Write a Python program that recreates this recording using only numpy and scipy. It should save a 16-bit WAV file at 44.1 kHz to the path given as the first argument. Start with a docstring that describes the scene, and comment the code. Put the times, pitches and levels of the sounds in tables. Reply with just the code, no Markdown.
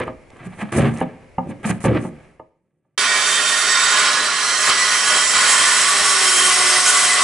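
"""A chisel is pushed and tapped into a softwood beam, close to a stereo microphone in a small workshop.
Knocks ring the beam; the edge sticks and slips, shaking the bench and tearing fibres; the sound fades out.
Hard cut at about 3 s to a circular saw ripping a board, right of the microphone and drifting to the middle:
its teeth shake the blade's modes, chips hiss, the board rumbles, the gears whine and the motor hums."""
import sys
import numpy as np
from scipy import signal
from scipy.fft import rfft, irfft, next_fast_len
from scipy.io import wavfile
from scipy.ndimage import uniform_filter1d

SR = 44100
rng = np.random.default_rng(int(sys.argv[2]) if len(sys.argv) > 2 else 0)


def unload_wav(signal):
    """Save mono or channel-first audio to the path in sys.argv[1] as 16-bit WAV at rate SR, clipped to [-1, 1]."""
    wavfile.write(
        sys.argv[1],
        SR,
        np.round(np.clip(np.atleast_2d(signal).T, -1, 1) * 32767).astype(np.int16),
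    )


N = 318843
T = np.arange(N) / SR
CUT_S = 2.9772  # from chisel to saw

# the saw's course through the board: time_s, cutting_db, chips_db
SAW_LEVELS = [(2.99, -18.5, -24), (3.1, -19, -25), (3.52, -19.5, -24), (3.64, -20.5, -23),
              (4.05, -16, -24.5), (4.31, -21, -32), (4.6, -23, -23.5), (4.7, -15, -21.5),
              (4.76, -20, -25.5), (4.96, -19, -21), (5.02, -22, -22), (5.16, -16, -18), (5.2, -19, -20.5),
              (5.3, -20.5, -21.5), (5.36, -15.5, -18), (6.1, -17, -19), (6.6, -16.5, -17),
              (6.76, -15.5, -18.5), (6.83, -20, -20.5), (6.87, -15.5, -13), (7.16, -18, -18.5),
              (7.18, -15.5, -21), (7.23, -17, -15)]


def undb(db):
    return 10 ** (np.asarray(db) / 20)


def unit(x):
    return x / np.sqrt(np.mean(x ** 2))


def curves(table):
    """Join the rows by straight lines in time."""
    time_s, *columns = np.transpose(table)
    return [np.interp(T, time_s, column) for column in columns]


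def ring(x, hz, width):
    """One resonance, gain 1 at its centre."""
    return signal.lfilter(*signal.iirpeak(hz, hz / width, SR), x)


def body(x, modes):
    """A set of resonances, balanced by their levels; unit RMS."""
    return unit(sum((-1) ** k * undb(db) * unit(ring(x, hz, width))
                    for k, (hz, width, db) in enumerate(modes)))


def colour(x, spectrum):
    """Shape a noise by (Hz, dB) points; unit RMS."""
    hz, db = np.transpose(spectrum)
    size = next_fast_len(N)
    bins = np.maximum(np.arange(size // 2 + 1) * SR / size, 1)
    gain = undb(np.interp(np.log(bins), np.log(hz), db))
    return unit(irfft(rfft(x, size) * gain, size)[..., :N])


def walk(rate):
    """Random levels held 1 / rate s and smoothed twice; spread near 1."""
    hold = int(SR / rate)
    steps = np.repeat(rng.standard_normal(N // hold + 1), hold)
    return 1.3 * uniform_filter1d(uniform_filter1d(steps, hold), hold)[:N]


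def pair(wide):
    """Noise at the microphone's left and right; wide scales the part that is in antiphase."""
    mid, side = rng.standard_normal((2, N))
    return mid + wide * side * np.array([[1], [-1]])


def knocks():
    """Steel knocks on the beam: a short push and a few ms of edge chatter ring the wood's modes."""
    # blows: start_s, level_db, contact_ms
    blows = [(0.001, -12.5, 0.28), (0.075, -13.5, 0.43), (0.301, -44, 0.2), (1.01, -2.5, 0.46),
             (1.38, -7.5, 0.49), (1.845, -11.5, 0.19), (2.046, -18, 0.6), (2.394, -25, 0.4),
             (2.552, -64.5, 0.3), (2.845, -56, 0.6)]
    # modes of the beam: pitch_hz, level_db, t60_s
    modes = [(175, -3.5, 0.2), (248, -6.5, 0.18), (338, -4.5, 0.079), (437, -5, 0.09), (530.5, -0.5, 0.12),
             (630, -3.5, 0.13), (774, -1, 0.068), (897, 1.5, 0.095), (998, -3, 0.05), (1110, -7.5, 0.048),
             (1212, -4.5, .07), (1363, -10.5, 0.027), (1700, -8.5, 0.039), (2090, -10, 0.036),
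             (2760, -10.5, 0.043), (2980, -12, 0.033)]
    force = np.zeros(N)
    contacts = rng.standard_normal((len(blows), 600)) * undb(-18.5 - 60 * T[:600] / 0.031)
    contacts[:, 0] += 0.26  # the impact that leads the chatter
    for (start_s, db, ms), contact in zip(blows, contacts):
        push = np.hanning(max(int(ms * SR / 1000), 2) + 2)  # a longer contact is duller
        blow = np.convolve(contact, push / push.sum())
        i = int(start_s * SR)
        force[i:i + len(blow)] += undb(db) * blow
    t = T[:SR // 2]
    beam = sum((-1) ** k * undb(db - 60 * t / t60) * np.sin(2 * np.pi * hz * t)
               for k, (hz, db, t60) in enumerate(modes))
    return undb(-12) * signal.fftconvolve(force, beam)[:N]


def slips(per_s, spread_db):
    """The edge sticks and lets go in random jerks of uneven size."""
    jerks = (rng.random(N) < per_s / SR) * rng.standard_normal(N)
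    return jerks * undb(spread_db * np.minimum(rng.exponential(size=N), 4))


def soften(x, cutoff_hz):
    """Soft wood gives way gradually, which rounds off each slip."""
    return signal.sosfilt(signal.butter(2, cutoff_hz, fs=SR, output="sos"), x)


def bench_shudder(strength, centre_hz):
    """Coarse slips shake the bench; where the hand presses decides which modes take the shaking."""
    # modes of the bench: pitch_hz, width_hz, level_db
    modes = [(79, 23, -0.5), (131, 27, 1.5), (153, 18, 0.5), (184, 22, -3.5), (225.6, 19, 1),
             (290, 45, 1.5), (346.4, 25, 5), (454, 86, -1.5), (517, 43, 11.5)]
    shaking = ring(soften(slips(1200, 1.9), 600), 220, 450)
    shares = np.array([undb(db - 7.8 * np.log2(hz / centre_hz) ** 2) for hz, _, db in modes])
    shares /= np.sqrt(np.sum(shares ** 2, axis=0))
    return sum(ring(shaking * share * strength, hz, width) / np.std(ring(shaking, hz, width))
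               for share, (hz, width, _) in zip(shares, modes))


def strokes():
    """Pushes of the chisel: coarse slips shake the bench, finer ones tear fibres, the finest hiss."""
    # pushes, levels at the stop: stop_s, length_s, growth_db, shudder_db, bench_hz, tearing_db, sliding_db
    pushes = [(0.006, 0.0063, -13, -23.5, 330, -29, -52), (0.05, 0.036, -11, -37, 291, -39, -66),
              (0.078, 0.03, 11, -26.5, 293, -37, -61), (0.447, 0.13, 6.5, -45.5, 149, -45, -64),
              (0.471, 0.033, 7, -39, 184, -40, -52.5), (0.592, 0.1, 5, -48, 190, -43, -56),
              (0.627, 0.044, 14, -28, 218, -26.5, -40.5), (0.71, 0.065, -3, -51, 220, -44, -64),
              (0.793, 0.073, 12, -17, 206, -21, -28.5), (0.875, 0.083, -2.5, -18, 184, -27, -46),
              (0.933, 0.057, -6, -30, 192, -36.5, -55), (1.023, 0.089, 2, -32, 225, -39.5, -49),
              (1.248, 0.2, -9, -55, 200, -57, -80), (1.476, 0.057, 9, -36, 212, -52.5, -75.5),
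              (1.511, 0.04, 12, -32.5, 216, -40.5, -53), (1.626, 0.083, 5, -44.5, 200, -57.5, -70),
              (1.658, 0.028, 11, -29, 220, -29, -43), (1.707, 0.052, 8.5, -24, 191, -26, -30.5),
              (1.783, 0.06, -5, -46, 208, -45, -56), (1.836, 0.032, 4, -43, 180, -40, -41.5),
              (1.859, 0.019, 7, -13, 177, -23, -27.5), (1.92, 0.066, -3, -16, 202, -32, -58.5),
              (1.97, 0.045, 2, -19.5, 287, -29.5, -55), (2.044, 0.077, 5.5, -34, 170, -36.5, -51),
              (2.087, 0.05, -8, -40, 190, -46, -56), (2.36, 0.28, -11, -62.5, 160, -63, -79.5),
              (2.949, 0.39, 0, -74, 190, -87, -95)]
    # resonances of tearing fibres: pitch_hz, width_hz, level_db
    fibre_modes = [(633, 94, 1), (775, 380, 4.5), (953, 120, 1), (1165, 76, -4.5), (1313, 58, -3.5),
                   (1627, 140, -3), (1986, 150, -3), (2270, 260, -3.5), (3080, 770, -6), (3590, 740, -10)]
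    # resonances of the sliding edge: pitch_hz, width_hz, level_db
    edge_modes = [(4340, 7400, -4), (6440, 760, -2), (8390, 1600, 2.5), (10600, 2800, 0)]
    stop, length, growth_db, shudder_db, bench_hz, tearing_db, sliding_db = np.transpose(pushes)[..., None]
    t = T[:3 * SR]
    to_go = np.clip((stop - t) / length, 0, 1)

    def effort(db, fall_db_per_s):
        """Each push swells or eases until the edge stops, then dies away; the strongest is heard."""
        shapes = (to_go < 1) * undb(db - growth_db * to_go - fall_db_per_s * np.clip(t - stop, 0, 1))
        return uniform_filter1d(np.pad(shapes.max(axis=0), (0, N - len(t))), size=120)

    bench = bench_shudder(effort(shudder_db, 450), np.interp(T, stop[:, 0], bench_hz[:, 0]))
    clumps = undb(3 * walk(70))  # fibres let go in bundles
    fibres = clumps * body(soften(slips(3500, 0.65), 3300), fibre_modes)
    hiss = undb(2 * walk(90)) * np.array([body(slips(8300, 1.5), edge_modes) for side in range(2)])
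    return bench + effort(tearing_db, 400) * fibres, effort(sliding_db, 1500.5) * hiss


def room_tail(x):
    """The workshop's diffuse tail, shorter in the treble and different left and right."""
    # decay by band: centre_hz, t60_s
    bands = [(125, 0.46), (500, 0.25), (2000, 0.19), (8000, .2)]
    t = T[:SR]
    tail = 0
    for hz, t60 in bands:
        noise = pair(0.63 * min(hz / 450, 1.4))[:, :SR]
        tail += ring(noise, hz, 2.7 * hz) * undb(-60 * t / t60) / np.sqrt(hz * t60)
    return signal.fftconvolve(x[None], unit(tail) / np.sqrt(SR), axes=1)[:, :N]


def room_tone():
    """The still air of the workshop, fading out before the cut."""
    # spectrum of the air: frequency_hz, level_db
    spectrum = [(30, -7.5), (90, -3.5), (200, -19), (500, -9), (900, -18.5), (1300, -25.5), (2150, -18),
                (3600, -35.5), (11000, -39.5)]
    # fade-out: time_s, gain_db
    fade = [(2.25, 16), (2.5, -4.5), (2.75, -29.5), (2.97, -24.5)]
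    return undb(-65.5 + 0.5 * walk(3.2) + curves(fade)[0]) * colour(pair(0.5), spectrum)


def splinters():
    """A splinter snaps with a tiny ping and a few ms of crackle."""
    # snaps: start_s, level_db, pitch_hz
    snaps = [(0.0378, -36, 9500), (0.0554, -44, 6060), (0.0744, -47, 8150), (0.2974, -58, 7790),
             (0.304, -42, 7700), (0.303, -36, 2300), (0.3296, -42.5, 2200), (0.3694, -45, 7070),
             (0.974, -27, 6200), (0.9844, -30.5, 8390), (1.004, -27.5, 10070), (1.8054, -38, 8000),
             (1.8292, -38.5, 9700), (2.0268, -38, 6470)]
    out, t = np.zeros(N), T[:300]
    crackles = rng.standard_normal((len(snaps), len(t))) * undb(-8.5 - 60 * t / 0.013)
    for (start_s, db, hz), crackle in zip(snaps, crackles):
        ping = np.sin(2 * np.pi * hz * t) * undb(-60 * t / 0.0023)
        i = int(start_s * SR)
        out[i:i + len(t)] += undb(db) * (ping + ring(crackle, hz, hz))
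    return out


def thuds():
    """The chisel bottoms out and the beam thumps the bench: one low mode swells as the weight lands."""
    # thumps: start_s, level_db, pitch_hz, t60_s
    thumps = [(0.461, -23.5, 185, 0.078), (0.624, -15, 200, 0.076), (1.488, -16.5, 225, 0.055),
              (1.652, -12, 215, 0.071), (1.7, -8, 190, 0.064), (1.955, -10, 300, 0.058)]
    out, t = np.zeros(N), T[:SR // 4]
    swell = 1 - np.exp(-t / 0.0091)
    for start_s, db, hz, t60 in thumps:
        i = int(start_s * SR)
        out[i:i + len(t)] += undb(db + 9 - 60 * t / t60) * swell * np.sin(2 * np.pi * hz * t)
    return out


def chiselling():
    """The chisel close up, just right of centre, with the workshop behind it."""
    wood, hiss = strokes()
    treble = hiss + splinters()
    wood = wood + knocks() + thuds()
    near = wood * undb([[-0.4], [0.4]]) + treble * undb([[-1], [1]])
    return near + room_tone() + undb(-14) * room_tail(wood + treble[0])


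def teeth(cutting_db, pan_db):
    """Saw teeth strike the wood too densely to count and merge into noise."""
    # spectrum of the cutting: frequency_hz, level_db
    spectrum = [(530, -52), (900, -28), (1110, -4.5), (1330, -3), (1430, -2.5), (1910, -5), (2420, -4.5),
                (5000, -6), (6500, -17.5), (11000, -120)]
    return undb(cutting_db - 3.5 + 0.45 * pan_db + 0.4 * walk(30)) * colour(pair(0.39), spectrum)


def chips(chips_db, pan_db):
    """Flying chips make a flickering hiss."""
    # spectrum of the hiss: frequency_hz, level_db
    spectrum = [(2650, -25), (4500, -26), (5370, -7), (6590, 3), (8700, 3), (9360, -4), (10600, 2.5),
                (11300, 0), (14700, -39), (22000, -120)]
    return undb(chips_db - 3 + pan_db + 1.8 * walk(30)) * colour(pair(0.12), spectrum)


def board(cutting_db):
    """The board rumbles with the cutting and bumps on its supports, hardest late in the cut."""
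    # spectrum of the rumble: frequency_hz, level_db
    spectrum = [(15, -59), (25, -36), (282, -8), (319, -13.5), (402, -6.5), (523, -8.5), (746, -4),
                (898, -14), (1000, -4), (1300, -2), (2200, -120)]
    # jolts on the supports: time_s, rise_db
    jolts = [(3.2, 3.5), (3.99, 1.5), (4.7, 5.5), (5.15, 4), (5.37, 3), (5.62, 5), (5.87, 1), (6.03, 2.5)]
    jolt_db = sum(db * np.exp(-((T - time_s) / 0.028) ** 2) for time_s, db in jolts)
    rumble_db = -32.5 + 0.32 * (cutting_db + 18) + jolt_db + 0.97 * walk(16)
    rumble = undb(rumble_db) * colour(pair(0.35), spectrum)
    bump_db = -55 - 5.9 * np.abs(T - 6.1) + 2.2 * jolt_db + 3.1 * walk(14)
    return rumble + undb(bump_db) * unit(ring(ring(pair(0.05), 78, 97), 78, 97))


def blade(cutting_db, chips_db, pan_db):
    """The teeth ring the blade's modes, which swell and sink as it wobbles in the kerf."""
    # modes of the blade: pitch_hz, width_hz, level_db, loudest_s, fall_db_per_s
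    modes = [(419, 7.7, -38.5, 2.06, 5), (617, 11, -42.5, 4, 1), (1056, 18, -32, 4.4, 4.5),
             (1171, 9.2, -31.5, 3.35, 10), (1099, 11, -25.5, 12, 6), (1138, 8.9, -26, 7.7, 4),
             (1233, 67, -27.5, 4.57, 10), (1408, 11, -28.5, 4.0, 6.5), (1464, 23, -27.5, 3.9, 1.5),
             (1683, 18, -30, 4.14, 4.5), (1762, 13, -33.5, 5.8, 4), (1850, 14.5, -26, 3.2, 2.5),
             (1968, 11.6, -24, 5.05, 15), (1998, 7.8, -28.5, 7.2, 6), (2064, 5.4, -38, 1.5, 0.5),
             (2298, 4.3, -30.5, 2.4, 3.5), (2495, 30, -39, 3.4, 3), (3166, 46, -29.5, 4.6, 1),
             (4065, 70, -30.5, 4.84, 3.5), (4620, 50, -30.5, 3.2, 1.5), (5250, 30, -31.5, 6.2, 5),
             (5366, 47, -30.5, 4.8, 2), (5527, 37, -30, 6.56, 5.5), (5750, 53, -30, 3.8, 3.5),
             (5976, 32, -34, 4.4, 0.5), (6150, 76, -32.5, 4.6, 1), (6740, 30, -33.5, 4.1, 6),
             (7176, 79, -28.5, 5.3, 3.5), (7724, 54, -28, 6.2, 1.5), (8370, 35, -25.5, 6.87, 6),
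             (8560, 35, -26, 10.6, 20.5), (8850, 40, -28.5, 7.4, 3), (9440, 51, -31.5, 6.65, 4.5)]
    narrow, wide = pair(0.084), pair(0.5)
    out = 0
    for hz, width, db, loudest_s, fall_db_per_s in modes:
        treble = min(hz / 5000, 1)  # the treble is more directional and follows the chips
        drive_db = (1 - treble) * 1.54 * (cutting_db + 19.5) + treble * 0.35 * (chips_db + 23)
        sink_db = np.minimum(fall_db_per_s * np.abs(T - loudest_s), 12)
        level_db = db - sink_db + drive_db + 2 * walk(6) + treble * pan_db
        out += undb(level_db) * unit(ring(narrow if hz < 2600 else wide, hz, width))
    return out


def tone(hz, db, waver):
    """A rotating part's note, wavering a little in speed and strength."""
    amplitude = np.sqrt(2) * undb(db + 3.05 * walk(45))
    cycles = np.cumsum(hz * (1 + waver * walk(40))) / SR
    return amplitude * np.sin(2 * np.pi * cycles)


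def gear_whine(pan_db):
    """The gears whine, rising as the load eases, with weaker notes an octave above and below."""
    # course of the whine: time_s, pitch_hz, level_db
    whine = [(2.99, 3586, -31.5), (3.5, 3605, -30), (3.85, 3660, -29), (4.05, 3746, -31), (4.25, 4016, -33),
             (4.5, 4226, -31.5), (4.7, 4150, -32), (4.9, 4110, -30), (5.0, 4090, -46)]
    hz, db = curves(whine)
    db -= 60 * np.clip(T - whine[-1][0], 0, 2)  # dies away after the last row
    note = tone(hz, db, waver=0.00244) * undb(0.7 * pan_db)
    above = tone(2 * hz, db - 7.5, waver=0.00206) * undb(pan_db)
    return note + above + tone(hz / 2, db - 7, waver=0.00298)


def motor_hum():
    """The motor's hum and its octave sag in pitch under load."""
    # course of the hum: time_s, pitch_hz, level_db, octave_db
    hum = [(5.85, 409, -51, -53), (6.03, 398, -35.5, -35), (6.15, 387, -37, -43), (6.4, 371, -36.5, -38),
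           (6.75, 365, -37.5, -35), (6.9, 364, -53, -36), (7.23, 363.6, -46, -33.5)]
    hz, db, octave_db = curves(hum)
    rise_db = 80 * np.clip(T - hum[0][0], -2, 0)  # fades in up to the first row
    return tone(hz, db + rise_db, waver=0.0097) + tone(2 * hz, octave_db + rise_db, waver=0.0055)


def saw():
    """The whole saw, right of the microphone and drifting towards the middle."""
    cutting_db, chips_db = curves(SAW_LEVELS)
    balance_db = -8 + 1.5 * (T - CUT_S)  # left minus right, for the highest sounds
    pan_db = np.array([balance_db, -balance_db]) / 2
    wood = teeth(cutting_db, pan_db) + chips(chips_db, pan_db) + board(cutting_db)
    left, right = wood + blade(cutting_db, chips_db, pan_db) + gear_whine(pan_db) + motor_hum()
    allpass = 0.458  # the sound reaches the left side a fraction of a sample later
    return np.array([signal.lfilter([allpass, 1], [1, allpass], left), right])


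def scene():
    """The chisel, then a hard cut to the saw."""
    return np.where(T >= CUT_S, saw(), chiselling())


def record(dry):
    """The recorder rounds the loudest peaks and cuts steeply above 11 kHz."""
    rounded = np.tanh(0.8 * dry) / 0.8
    return signal.sosfilt(signal.ellip(14, 0.2, 75, 11020, fs=SR, output="sos"), rounded)


dry = scene()
out = record(dry)
unload_wav(out)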